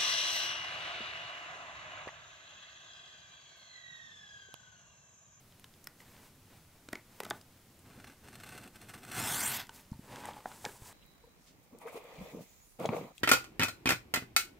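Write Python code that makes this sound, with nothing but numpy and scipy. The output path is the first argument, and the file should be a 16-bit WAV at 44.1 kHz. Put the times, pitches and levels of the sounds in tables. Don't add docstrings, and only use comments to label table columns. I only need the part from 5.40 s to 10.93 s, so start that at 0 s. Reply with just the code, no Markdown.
import sys
import numpy as np
from scipy import signal
from scipy.fft import rfft, irfft, next_fast_len
from scipy.io import wavfile
from scipy.ndimage import uniform_filter1d, map_coordinates

SR = 44100
rng = np.random.default_rng(int(sys.argv[2]) if len(sys.argv) > 2 else 0)


def invert_db(x):
    u = np.asarray(x, float) / 20
    return 10 ** u


def store_pcm(level_fs):
    pcm = np.round(np.clip(level_fs, -1, 1) * 32767).astype(np.int16)
    wavfile.write(sys.argv[1], SR, np.atleast_2d(pcm).T)


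N = 243873
T = np.arange(N) / SR
LEAVES_S = 4.175


def unit(x):
    return x / np.sqrt(np.mean(x ** 2))


def colour(x, spectrum):
    hz, db = np.transpose(spectrum)
    size = next_fast_len(len(x))
    f = np.maximum(np.arange(size // 2 + 1) * SR / size, 1)
    gain = invert_db(np.interp(np.log(f), np.log(hz), db))
    return irfft(rfft(x, size) * gain, size)[:len(x)]


def ring(x, hz, width_hz):
    b, a = signal.iirpeak(min(hz, .45 * SR), hz / width_hz, fs=SR)
    return signal.lfilter(b, a, x)


def band(x, lo_hz, hi_hz):
    return signal.sosfilt(signal.butter(2, (lo_hz, hi_hz), "band", fs=SR, output="sos"), x)


def in_band(x, lo_hz, hi_hz):
    return x / np.sqrt(np.mean(band(x, lo_hz, hi_hz) ** 2))


def grains(share, scatter_db):
    tick = rng.random(N) < share
    size = invert_db(scatter_db * rng.exponential(size=N))
    return unit(tick * rng.standard_normal(N) * size)


def walk(rate_hz):
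    hold = int(SR / rate_hz)
    steps = np.repeat(rng.standard_normal(N // hold + 1), hold)
    return 1.3 * uniform_filter1d(steps, hold)[:N]


def swell(start_s, length_s, rise_db_s, fall_db_s):
    rise = (T - start_s) * rise_db_s
    fall = (start_s + length_s - T) * fall_db_s
    return invert_db(np.minimum(0, np.minimum(rise, fall)))


def delayed(x, lag_ms):
    return map_coordinates(x, [np.arange(N) - lag_ms * SR / 1000], order=3)


# pitch_hz, level_db (per Hz)
SHOP_TONE = [(20, 2), (45, -7), (90, 6), (160, 1), (240, -1), (400, -8), (800, -12), (1500, -15),
             (4000, -20), (16000, -24)]


def shop():
    return invert_db(-61.5) * unit(colour(rng.standard_normal(N), SHOP_TONE))


# start_s (the blow peaks about 0.97 length_cycles later), level_db, pitch_hz,
# length_cycles
THUDS = [
    (4.514, -31, 143, 0.99),
    (4.53, -48, 80, 1.3),
    (4.544, -50, 121, 2),
    (4.589, -39, 186, 1.12),
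    (4.699, -67, 96, 1.2),
    (4.759, -65, 105, 1.3),
    (5.263, -42, 195, 1.46),
    (5.414, -44.5, 84, 0.8),
]


def thuds():
    out = np.zeros(N)
    for s, db, hz, cycles in THUDS:
        turn = (T - s) * hz - 0.97 * cycles
        bump = np.exp(-2 * (turn / cycles) ** 2 * 3.4)
        out -= invert_db(db + 2.1) * np.cos(2 * np.pi * turn) * bump
    return out


def rumble():
    shake = invert_db(1.5 * walk(25)) * rng.standard_normal(N)
    modes = ring(shake, 117.0, 45.0) + 0.51 * ring(shake, 184.0, 89.0) + 0.26 * ring(shake, 236.0, 92.0)
    return invert_db(-2.0) * in_band(modes, 51, 350)


# start_s, length_s, level_db, hiss_db and bench_db (both against the level)
SLIDES = [(0.613, 0.26, -66.5, -1.5, 1.5), (1.107, 0.068, -68, -3.5, 3), (1.54, 0.024, -61.5, -7, 0),
          (1.708, 0.078, -69.5, -2.5, 3), (1.835, 0.068, -64, -5, 10.5), (1.94, 0.027, -72, 4, 11),
          (4.34, 0.056, -63, 1, -7), (4.616, 0.058, -70, -2, 8.5), (4.713, 0.14, -53, -13, -1.5),
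          (4.882, 0.014, -51, -17, -7), (4.962, 0.023, -59, -9, -0.5), (5.06, 0.028, -64.5, -5, 4),
          (5.12, 0.0082, -60.5, -15, -13), (5.141, 0.1, -67, 0, 1), (5.27, 0.026, -58, -9, -12),
          (5.325, 0.044, -71, 7, -8), (5.42, 0.0045, -67.5, -3.5, 8), (5.46, .09, -61, -2.5, -16)]
# pitch_hz, width_hz, level_db
LEATHER_RINGS = [(574, 220, -12), (874, 113, -3), (957, 11, -3), (1600, 210, -22)]


def slides():
    rub = grains(.15, 1.2) * invert_db(1.2 * walk(80))
    hide = sum(invert_db(db) * ring(rub, hz, 1.25 * width) for hz, width, db in LEATHER_RINGS)
    ringing = np.interp(T, [4.5, 4.7], invert_db([-9.0, 6.5]))
    low = (ringing * unit(hide) + unit(band(rub, 250, 2700))) / np.hypot(1, ringing)
    skin = grains(0.51, .8) * invert_db(2.0 * walk(40))
    whisper = np.interp(T, [4.5, 4.7], [.1, .9])
    hiss = in_band(band(skin, 3000, 20000), 4000, 14000) + whisper * unit(ring(skin, 8200., 2500.))
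    bench = rumble()
    out = np.zeros(N)
    for s, length, db, hiss_db, bench_db in SLIDES:
        rubbing = low + invert_db(hiss_db) * hiss + invert_db(bench_db) * bench
        out += invert_db(db) * swell(s, length, 365, 286) * rubbing
    return out


# start_s, level_db, low_hz, high_hz, high_db (against the low ring)
HANDLE_KNOCKS = [(0.242, -62, 1030, 1710, -1), (0.4712, -49, 1440, 1880, 3), (0.469, -57, 270, 1020, -4),
                 (1.486, -43, 295, 1500, -7), (1.5318, -39.5, 710, 2160, 0), (1.531, -34.5, 310, 1880, -4),
                 (1.5545, -45.5, 330, 2150, 3.5), (1.8032, -35.5, 430, 1025, 1),
                 (1.832, -40, 400, 2010, -14), (1.852, -47, 332, 1290, 3.5), (1.864, -45, 640, 1240, -4),
                 (1.884, -56, 670, 1200, -8), (1.9086, -32.5, 800, 1510, 8.5),
                 (1.911, -31.5, 685, 1720, -9), (1.9145, -36, 720, 1510, -8), (1.8035, -39, 710, 2050, 2.5),
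                 (1.91, -37, 374, 1114, 2)]
# start_s, level_db, low_hz, high_hz, high_db (against the low ring)
SHEET_KNOCKS = [(4.292, -49, 915, 1490, 1), (4.529, -55, 910, 1450, -17), (4.852, -42, 850, 1910, -7),
                (4.886, -34, 834, 1470, -21), (4.966, -43, 835, 1110, -19), (5.0568, -30.5, 756, 1600, -11),
                (5.115, -60, 854, 1450, 7), (5.244, -37, 806, 1750, -13), (5.251, -36, 817, 2180, 2),
                (5.26, -38.5, 480, 1700, -1), (5.289, -51, 394, 1590, -4)]


def knocks():
    handle_t60_s, sheet_t60_s = 0.02, 0.027
    out = np.zeros(N)
    rattle = unit(band(rng.standard_normal(N), 164, 1080))
    rows = [(handle_t60_s, *k) for k in HANDLE_KNOCKS] + [(sheet_t60_s, *k) for k in SHEET_KNOCKS]
    for t60, s, db, low_hz, high_hz, high_db in rows:
        t60 = t60 * 2 ** (-(db + 40) / 22)
        u = np.maximum(T - s, 0)
        rise = 1 - np.exp(-(u / 0.00097) ** 2)
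        fade = invert_db(-60 * u / t60)
        lower = np.sin(2 * np.pi * low_hz * u)
        upper = invert_db(high_db + 5.0) * fade * np.sin(2 * np.pi * high_hz * u)
        out += invert_db(db + 6.5) * rise * fade * (lower + upper + 0.36 * rattle)
    return out


# start_s, level_db, pitch_hz, top_db (against the level)
BLADE_CLICKS = [(0.123, -48, 3140, -17), (0.1963, -45, 3000, 1), (0.2425, -38, 3100, -6.5),
                (0.3384, -50, 3560, -24), (0.4417, -49, 8200, 7), (0.4711, -31.5, 5060, 1.5),
                (0.603, -42, 1950, -26), (0.7652, -44, 3020, -13), (1.3608, -52, 2320, -11),
                (1.4874, -34, 1450, -16), (1.5293, -30.5, 1540, -1), (1.5313, -28, 1930, -21),
                (1.5542, -33.5, 2160, -12), (1.8028, -24, 2080, -3.5), (1.8071, -32, 1850, -9),
                (1.834, -34, 2010, -1), (1.8478, -43, 4700, 5), (1.8517, -34, 1500, -13),
                (1.8644, -42, 1850, -17), (1.8853, -53, 1510, -14), (1.901, -39.5, 5200, 13),
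                (1.9078, -21.5, 3600, -27), (2.0123, -43, 5270, -7), (2.174, -52, 1700, -2.5),
                (2.391, -53, 8250, -4)]
# start_s, level_db, pitch_hz, top_db (against the level)
TAPS = [(4.269, -40.5, 2150, -3), (4.2933, -34, 3070, -9), (4.4508, -54, 2670, -17),
        (4.5147, -49.5, 5200, -9), (4.527, -52, 4400, -6), (4.5394, -52, 4300, -12),
        (4.803, -39, 2100, -11), (4.873, -45, 3100, -1), (4.7587, -35, 1640, -12),
        (4.8551, -33.5, 1780, -0.5), (4.934, -40, 3300, -16), (5.1175, -41, 1520, -9),
        (5.2511, -18, 2020, -40), (5.2544, -28, 2540, -28), (5.2598, -36, 1600, -25)]


def clicks():
    size = 2048
    out, u = np.zeros(N + size), np.arange(size) / SR
    for s, db, hz, top_db in BLADE_CLICKS + TAPS:
        after_cut = s > LEAVES_S
        rattle_ms = 2.52 - 0.0662 * (db + 47)
        burst = rng.standard_normal(size) * (1 - np.exp(-u / 0.0001)) * np.exp(-u * 1000 / rattle_ms)
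        burst[30] += 3.2 if after_cut else 1.3
        bright = band(burst, 1120, 5940) + 3.2 * ring(burst, hz, hz / 11)
        crack = band(burst, 4560, 9500 if after_cut else 13500)
        click = bright / np.abs(bright).max() + invert_db(top_db) * crack / np.abs(crack).max()
        i = int(s * SR)
        out[i:i + size] += invert_db(db - 2.0) * click
    return out[:N]


# start_s, level_db, length_ms
SLIPS = [(2.499, -48, 13), (2.5987, -41, 12), (2.6411, -36.5, 9.7), (2.6693, -40, 18), (2.697, -44, 14),
         (2.719, -43, 9.2), (2.836, -49, 14), (2.8745, -38, 6.8), (2.8836, -35, 7.7), (2.9274, -40, 17),
         (2.953, -37.5, 11), (2.9844, -46, 10), (2.9986, -39, 16), (3.034, -31, 9.6), (3.0594, -43, 47),
         (3.087, -38, 9.8), (3.119, -41, 32), (3.1486, -41.5, 22), (3.1765, -32.5, 10.3),
         (3.2316, -38.5, 19), (3.274, -38.5, 10.6), (3.3558, -39.5, 9.8), (3.413, -41.5, 19),
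         (3.484, -38, 26), (3.538, -36, 15), (3.5764, -41.5, 17), (3.6296, -38.5, 17), (3.6485, -36, 5.9),
         (3.6721, -43, 23), (3.714, -30.5, 11.5)]


def slip_drag():
    out = np.zeros(N)
    for s, db, ms in SLIPS:
        u = np.maximum(T - s, 0) * 1000
        out += invert_db(db - 14.5) * (1 - np.exp(-(u / 1.22) ** 2)) * np.exp(-(u / ms) ** 2)
    return out


# start_s, length_s, level_db
PUSHES = [
    (2.462, 0.27, -63.5),
    (2.844, 0.16, -61.5),
    (3.037, 0.23, -57),
    (3.354, 0.008, -59),
    (3.415, 0.027, -58),
    (3.486, 0.018, -57),
    (3.543, 0.018, -55),
    (3.62, 0.016, -60),
]
# time_s, level_db
STROKE = [
    (3.62, -75),
    (3.67, -59.5),
    (3.78, -40.5),
    (3.95, -40),
    (4.172, -42),
    (4.18, -45.5),
    (4.2, -42),
    (4.262, -64.5),
    (4.28, -77),
]


def push_drag():
    pushes = sum(invert_db(db) * swell(s, length, 602, 604) for s, length, db in PUSHES)
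    return pushes + invert_db(np.interp(T, *np.transpose(STROKE), -150, -150))


# pitch_hz, width_hz, level_db
KNIFE_RINGS = [(716, 80, -2), (877, 45, -5), (1130, 60, -3), (1510, 190, 0), (1840, 70, -2), (2050, 90, -3),
               (2700, 260, -5), (3470, 170, -7), (4220, 200, -10), (5220, 210, -12), (5880, 200, -13),
               (6500, 300, -17), (7700, 350, -13), (8600, 130, -6), (9560, 120, -13), (10900, 220, -12),
               (13000, 300, -15), (13700, 350, -15)]
# pitch_hz, level_db (per Hz)
TEAR_TONE = [(300, -1.5), (1500, 2.5), (3000, 4), (6000, 1.5), (8500, 6), (10500, -0.5), (13000, 1),
             (16000, -6)]


def tearing(speed):
    uneven = invert_db(0.68 * walk(120) + 0.84 * walk(400))

    def snaps():
        lone, dense = grains(.08, 1.7), grains(.25, 1.1)
        return (np.sqrt(1 - speed) * lone + np.sqrt(speed) * dense) * uneven

    fibres, torn = snaps(), snaps()
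    modes = 0.65 * speed * ring(torn, 940.0, 98.0)
    for k, (hz, width, db) in enumerate(KNIFE_RINGS):
        modes = modes + (-1) ** k * invert_db(db) * ring(fibres, hz, width)
    free = np.interp(T, [3.7, 3.95], invert_db([-8.0, 2.0]))
    return (unit(modes) + free * unit(colour(torn, TEAR_TONE))) / np.hypot(1, free)


# time_s, lag_ms
HAND_ECHO = [(3.76, 0.5), (3.87, 0.39), (4.0, 0.24), (4.05, 0.145), (4.12, 0.06)]


def echoes(voice, speed):
    hand_ms = np.interp(T, *np.transpose(HAND_ECHO)) * invert_db(.3 * walk(25))
    hand_share = np.interp(T, [3.7, 3.95], [.15, .55])
    voice = voice + hand_share * delayed(band(voice, 2500, 19000), hand_ms)
    board_ms = .66 * invert_db(.8 * walk(14))
    return voice + speed * .3 * delayed(band(voice, 2200, 19000), board_ms)


def cut():
    lean = push_drag()
    steady = np.interp(T, [3.62, 3.76], invert_db([-4.0, -.1]))
    drag = np.hypot(slip_drag(), steady * lean)
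    speed = np.interp(T, [3.66, 3.8], [0, 1])
    voice = echoes(tearing(speed), speed)
    top = colour(voice, [(4000, -30), (7500, 0)])
    low = in_band(band(voice - top, 300, 20000), 1000, 5000)
    hiss_db = np.interp(T, [2.6, 2.6 + 0.36, 3.81, LEAVES_S, LEAVES_S + 0.0037], [-7, -4.5, -2.5, 2, -6.5])
    hiss = in_band(top, 6500, 15000) * invert_db(hiss_db)
    calmer = np.interp(T, [3.85, 4.1], invert_db([-1.5, -8.0]))
    shake = invert_db(-24) * np.maximum(lean ** 0.46 - .012, 0) * calmer
    return drag * (low + hiss) + shake * rumble()


def scene():
    near = thuds() + slides() + knocks() + clicks() + cut()
    u = np.arange(int(.3 * SR)) / SR
    tail = band(rng.standard_normal(len(u)), 215, 2500) * invert_db(-60 * u / 0.24) * (u > .004)
    room = signal.fftconvolve(near, tail / np.linalg.norm(tail))[:N]
    mono = near + invert_db(-20.5) * room + shop()
    return np.array([mono, mono])


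def roll_off(x):
    return signal.sosfilt(signal.butter(12, 16480, fs=SR, output="sos"), x)


def record(dry):
    hiss_db, top_hz = -67.0, 15700
    wet = dry + invert_db(hiss_db) * rng.standard_normal(dry.shape)
    wet = signal.sosfilt(signal.ellip(10, .3, 70, top_hz, fs=SR, output="sos"), wet)
    return roll_off(wet)


dry = scene()
out = record(dry)
store_pcm(out)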